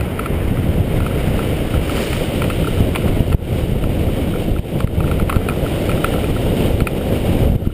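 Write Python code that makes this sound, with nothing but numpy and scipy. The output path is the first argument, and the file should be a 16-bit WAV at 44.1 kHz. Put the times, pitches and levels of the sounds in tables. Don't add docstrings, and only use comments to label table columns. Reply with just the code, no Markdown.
import sys
import numpy as np
from scipy import signal
from scipy.fft import rfft, irfft, next_fast_len
from scipy.io import wavfile
from scipy.ndimage import uniform_filter1d

SR = 44100
rng = np.random.default_rng(int(sys.argv[2]) if len(sys.argv) > 2 else 0)


def volts_from_decibels(level):
    exponent = np.asarray(level, float) / 20
    return 10 ** exponent


def transcribe(signal):
    frames = np.atleast_2d(signal).T
    limited = np.clip(frames, -1, 1)
    pcm = np.round(limited * 32767).astype(np.int16)
    wavfile.write(sys.argv[1], SR, pcm)


N = 340893

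# (time [s], peak [dB], gain drop [dB], width [ms])
HARD_GUSTS = [(0.448, -9, -0.5, 2.7), (0.522, -6, 3.5, 2.2), (0.644, -2, 0.5, 3), (0.81, 0, 4, 2.6),
              (0.989, -6, 5.5, 3.6), (1.78, -5, 3.5, 2.8), (2.807, 1, 3, 1.9), (3.063, -2, 1.5, 3.2),
              (3.101, -4.5, 3.5, 9.4), (3.207, 4.5, 4, 2.5), (3.348, 7.5, 25.5, 3.25), (3.639, -2, 4, 4.2),
              (3.767, -5, 0.5, 3), (4.517, -2.5, 6.5, 6.2), (4.595, 0.5, 14.5, 3.2), (4.846, 3, 18.5, 2.8),
              (5.228, 0.5, 5.5, 3.6), (5.367, 2.5, 3, 2.9), (5.576, -3, 1.5, 2.7), (6.312, -4.5, 6.5, 4.4),
              (6.714, -5, 2, 3.9), (6.822, 5.5, 7.5, 2.5), (7.294, 1, 0.5, 2.6), (7.5, -1, 4, 2.8),
              (7.522, -3, 2, 3.6), (7.561, 0.5, 13.5, 3.4), (7.674, 5, 10, 2.5)]
# (time [s], peak [dB], gain drop [dB], width [ms])
SUCTIONS = [
    (2.896, -5, 1.5, 2.5),
    (3.733, -2, 6, 3.5),
    (4.455, -7, 1, 4),
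    (6.745, -3, 5, 4),
    (6.985, -6, 2, 3),
    (7.166, -3, 2.5, 2.5),
]


def evened(x):
    return x / np.sqrt(np.mean(x ** 2) + 1e-20)


def curve(rows, axis):
    rows = np.asarray(rows)
    return np.interp(np.arange(N) / SR, rows[:, 0], rows[:, axis])


def coloured(x, points):
    hz, db = np.transpose(points)
    size = next_fast_len(N)
    log_hz = np.log(np.fft.rfftfreq(size, 1 / SR) + 1)
    gain = volts_from_decibels(np.interp(log_hz, np.log(hz + 1), db))
    return evened(irfft(rfft(x, size) * gain, size)[:N])


def flicker(hz):
    r = np.exp(-2 * np.pi * hz / SR)
    smoother = np.convolve([1, -r], [1, -r])
    return evened(signal.lfilter([1], smoother, rng.standard_normal(N)))


def impulses(per_s, spread_db):
    sizes = volts_from_decibels(spread_db * np.minimum(rng.exponential(1, N), 4))
    return sizes * (rng.random(N) < per_s / SR)


def ring(x, hz, t60):
    r = 1000 ** (-1 / (max(t60, .002) * SR))
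    w = 2 * np.pi * hz / SR
    return signal.lfilter([0, r * np.sin(w)], [1, -2 * r * np.cos(w), r * r], x)


def add(mix, s, sound):
    part = mix[max(round(s * SR), 0):][:len(sound)]
    part += sound[:len(part)]


def wind():
    # (time [s], airflow at the port [dB], roar relative to buffet [dB])
    airflow = [(0.0, -19.5, -5), (0.23, -25.5, 0), (0.57, -15, -10), (0.95, -16, -5.5), (1.61, -21.5, -2),
               (1.77, -16.5, -5.5), (2.11, -22, -0.5), (2.73, -18, -4.5), (3.21, -17, -5),
               (3.55, -16, -6.5), (4.22, -18.5, -4), (4.69, -17, -5.5), (5.12, -17.5, -4), (5.73, -22, 1),
               (6.67, -15.5, -3), (7.04, -19.5, -0.5), (7.45, -12.5, -6), (7.73, -18, -10.5)]
    # (frequency [Hz], level per Hz [dB])
    buffet_tone = [(12, -44), (20, -2), (43, -4), (81, -1), (300, -16), (390, -23), (660, -120)]
    # (frequency [Hz], level per Hz [dB])
    roar_tone = [(60, -25), (150, -1.5), (250, -4), (520, -3.5), (770, -15), (1000, -25), (1500, -33),
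                 (3000, -60)]
    direction = np.where(rng.random(N) < .2, -1, 1)
    eddies = evened(impulses(per_s=330, spread_db=2.0) * direction)
    turbulence = flicker(hz=22.6)
    buffet = coloured(0.89 * eddies + rng.standard_normal(N), buffet_tone)
    buffet = evened(buffet * volts_from_decibels(1.4 * turbulence))
    roar = coloured(0.5 * eddies + rng.standard_normal(N), roar_tone)
    roar = evened(roar * volts_from_decibels(1.02 * turbulence + 0.12 * flicker(hz=61)))
    return volts_from_decibels(curve(airflow, axis=1)) * (buffet + volts_from_decibels(curve(airflow, axis=2)) * roar)


def road():
    # (time [s], rolling hiss level [dB], tilt of the hiss towards its low part [dB])
    rolling = [(0.0, -41, 4.5), (0.41, -40.5, 5), (0.71, -37.5, 1.5), (1.35, -35.5, 0.5),
               (1.77, -35.5, 0.5), (2.52, -36, -3), (3.16, -35.5, -0.5), (3.31, -39, -1.5),
               (3.7, -39, -1.5), (4.17, -38, -1), (4.5, -39, -3.5), (4.93, -39.5, -1.5),
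               (5.38, -38.5, -0.3), (5.81, -36.5, -1.5), (6.61, -36, -2), (6.78, -38, -3.5),
               (7.3, -36, -1.5), (7.6, -42.5, -2)]
    # (frequency [Hz], level per Hz [dB])
    roll_tone = [(530, -6), (900, -4.5), (1130, -6), (1390, -4), (1700, -7), (2210, -2), (2550, -5),
                 (2980, -1.5), (3450, -9.5), (3800, -9), (3980, -18), (5000, -21.5), (6500, -38),
                 (11000, -120)]
    # (frequency [Hz], level per Hz [dB])
    spray_tone = [(3000, -30), (4000, -2), (4900, 0), (5500, -3.5), (6000, -15), (7000, -60)]
    # (time of closest point [s], spray rise [dB], half length [s])
    passes = [
        (2.04, 11.5, .17),
        (3.6, 3, .1),
        (5.85, 3.5, .2),
        (6.5, 2.5, .25),
        (7.3, 2.5, .2),
    ]
    roll_mean_db, spray_under_db = -35, -15
    spray_slope = 0.86
    pass_roll_share = 0.39

    surface_db = 0.79 * flicker(hz=10.6) + 0.69 * flicker(hz=90)
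    grit = impulses(per_s=1500, spread_db=2.5) * rng.choice([-1., 1.], N)
    roll = coloured(0.39 * evened(grit) + rng.standard_normal(N), roll_tone)
    low = signal.sosfiltfilt(signal.butter(2, 2500, fs=SR, output="sos"), roll)
    tilt = volts_from_decibels(curve(rolling, axis=2))
    roll = low * tilt + (roll - low) / tilt
    spray = coloured(rng.standard_normal(N), spray_tone)

    t = np.arange(N) / SR
    near_db = sum(db / (1 + ((t - s) / half) ** 4) for s, db, half in passes)
    roll_db = curve(rolling, axis=1)
    spray_db = roll_mean_db + spray_under_db + spray_slope * (roll_db - roll_mean_db)
    roll = volts_from_decibels(roll_db + pass_roll_share * near_db + 4.0) * roll
    spray = volts_from_decibels(spray_db + near_db) * spray
    return volts_from_decibels(surface_db) * (roll + spray)


def gain_control(x):
    drop_db, t = np.zeros(N), np.arange(SR // 2) / SR
    recovery = 0.71 * np.exp(-t / 0.086) + 0.13 * np.exp(-t / 0.053)
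    dip = (1 - np.exp(-t / 0.0044)) * recovery
    for s, _, db, _ in HARD_GUSTS + SUCTIONS:
        add(drop_db, s, db * dip)
    x = x * volts_from_decibels(-drop_db)
    power_db = 10 * np.log10(uniform_filter1d(x ** 2, size=260).clip(1e-9))
    fall_db = np.arange(N) * 130.0 / SR
    held_db = np.maximum.accumulate(power_db + fall_db) - fall_db
    over_db = np.maximum(held_db + 10.5, 0)
    return x * volts_from_decibels(-.6 * uniform_filter1d(over_db, size=130))


def knock(db, hz, ms):
    t = np.arange(1200) / SR * 1000
    contact = np.minimum(t / (0.23 * ms), 1) * (t < 1.6 * ms)
    drive = np.sin(2 * np.pi * hz * t / 1000) + 1.2 * rng.standard_normal(len(t))
    hollow = ring(contact * drive, hz, t60=0.018)
    hollow = signal.sosfilt(signal.butter(4, 4600, fs=SR, output="sos"), hollow)
    return volts_from_decibels(db) * hollow / abs(hollow).max()


def crack(db, ms, low_db, top_db, tail_db):
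    # (frequency [Hz], level [dB], time to fade by 60 dB [s])
    wall_modes = [(1130, 5, 0.0071), (1650, 4.5, 0.0026), (2100, 5.5, 0.005), (2420, 12.5, 0.0084),
                  (2870, -10.5, 0.0056), (3680, -15, 0.0021), (4240, -7.5, 0.0058)]
    t = np.arange(2000) / SR * 1000
    pressure = np.exp(-(t / ms) ** 2) + volts_from_decibels(tail_db) * np.exp(-(t / 13.0) ** 2)
    slips = np.minimum(t / .5, 1) * pressure * rng.standard_normal(len(t))
    walls = np.zeros(len(t))
    for hz, level_db, t60 in wall_modes:
        share_db = np.interp(hz, [1400, 2400, 4300], [low_db, 0, top_db])
        walls += volts_from_decibels(level_db + share_db) * ring(slips, hz, t60)
    walls = signal.sosfilt(signal.butter(12, 4700, fs=SR, output="sos"), walls)
    return volts_from_decibels(db + 1.5) * walls / abs(walls).max()


def mount():
    # (time [s], hollow peak [dB], wall crack peak [dB], brightness [dB])
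    strikes = [(0.1932, -12.5, -17, 9), (0.2594, -14, -19, 7), (0.572, -25, -26, 2),
               (1.0038, -21, -18.5, -1), (1.0642, -16, -19.5, 0.1), (1.3917, -18.5, -15.5, -8),
               (1.8951, -18, -18, 7), (2.131, -21, -16, 3), (2.4199, -15, -12, 1), (2.442, -26, -18, 0.1),
               (2.5012, -19.5, -15.5, 7), (2.6445, -18, -26, 0.1), (2.9508, -20, -15, -5),
               (3.0814, -29, -17.5, -17), (3.321, -27, -23, -5), (3.839, -23, -21.5, -6),
               (4.359, -27, -24, 0.1), (4.805, -19.5, -14.5, -6), (4.874, -26.5, -25, 5),
               (5.005, -22, -17, -10), (5.114, -17.5, -19, -7), (5.1982, -17, -18, -7),
               (5.3266, -29, -12, -18), (5.3605, -20, -18, 0.1), (5.4873, -13, -13, 2),
               (5.894, -16, -19, 7), (6.0439, -5, -9, -3), (6.139, -20, -18, -1), (6.8049, -19, -17.5, 13),
               (6.8712, -13, -11.5, -3)]
    # (time [s], peak [dB], brightness [dB])
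    wall_slips = [(0.0094, -21.5, 12), (0.197, -19, 0.1), (1.8138, -25, 6), (2.959, -9, -9),
                  (3.3274, -20.5, 5), (4.586, -26, 4), (5.0755, -22, 0.1), (5.2966, -8.5, -8),
                  (5.301, -13, -8), (5.3674, -22, -6), (5.4974, -20, 0.1), (5.5209, -26, -33),
                  (5.917, -16, 2.5), (6.243, -20.5, 4), (6.8784, -19, -2.5)]
    # (time [s], peak [dB])
    touches = [(0.9832, -37), (1.1094, -25), (1.1513, -26), (1.7414, -21), (1.955, -29), (1.978, -20),
               (2.1615, -27), (2.4628, -32), (2.672, -14), (2.773, -24.5), (3.02, -27), (3.0744, -26),
               (4.0856, -31), (4.338, -22), (4.5625, -24), (5.0407, -22), (5.0769, -23), (5.2996, -16),
               (5.4141, -29), (5.663, -20), (5.9153, -21), (5.9748, -22), (6.0766, -23), (6.1594, -22),
               (6.2432, -24), (6.364, -20.5), (7.011, -28), (7.6532, -33), (7.7014, -34)]
    # (time [s], peak [dB])
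    bounces = [(0.0094, -25), (1.0211, -25), (1.4014, -28), (1.7544, -31), (1.7714, -28), (2.5083, -20),
               (2.9644, -24), (3.327, -24), (5.3104, -24), (5.336, -26), (5.342, -21), (5.3684, -27),
               (5.5044, -22), (5.513, -26), (5.5214, -27), (6.1823, -25)]
    out = np.zeros(N)
    for s, db, *_ in strikes + touches + bounces:
        hollow_hz = 1338 + 30 * rng.uniform(-0.67, 1)
        add(out, s - .001, knock(db, hollow_hz, ms=2.0))
    for s, *_, db, bright_db in strikes + wall_slips:
        burst = crack(db, ms=2.63, low_db=-1.1 * bright_db, top_db=bright_db, tail_db=-13)
        add(out, s - .0015, burst)
    shakes = impulses(per_s=90, spread_db=2.0)
    rattle = evened(ring(shakes, hz=1340, t60=0.035)) + 0.39 * evened(ring(shakes, hz=2630, t60=0.0034))
    return out + volts_from_decibels(-60) * rattle


def gusts():
    out, t = np.zeros(N), np.arange(-600, 1400) / SR * 1000
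    sided = [(row, 1) for row in HARD_GUSTS] + [(row, -1) for row in SUCTIONS]
    for (s, db, _, ms), side in sided:
        push = np.exp(-.5 * (t / (0.4 * ms)) ** 2)
        suction = 0.15 * np.exp(-.5 * ((t + 0.83 * ms) / (0.11 * ms)) ** 2)
        rebound = 0.14 * np.exp(-.5 * ((t - 0.58 * ms) / (1.7 * ms)) ** 2)
        add(out, s - 600 / SR, side * volts_from_decibels(db - 3.5) * (push - suction - rebound))
    return out


def scene():
    return (gain_control(wind() + road()) + gusts() + mount())[None]


def top_cut(x):
    return signal.sosfilt(signal.butter(12, 16620, fs=SR, output="sos"), x)


def record(dry):
    stored_hz, step_hz = 12000, 48000
    limited = np.clip(dry, -.94, .94)
    stored = signal.resample(limited, N * stored_hz // SR, axis=1)
    stored = stored + volts_from_decibels(-72) * rng.standard_normal(stored.shape)
    steps = np.repeat(stored, step_hz // stored_hz, axis=1)
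    played = signal.resample(steps, N, axis=1)
    edge = signal.firwin(901, 15270, window=("kaiser", 1.5), fs=SR)
    mix = signal.oaconvolve(played, edge[None], "same")
    return top_cut(mix)


dry = scene()
out = record(dry)
transcribe(out)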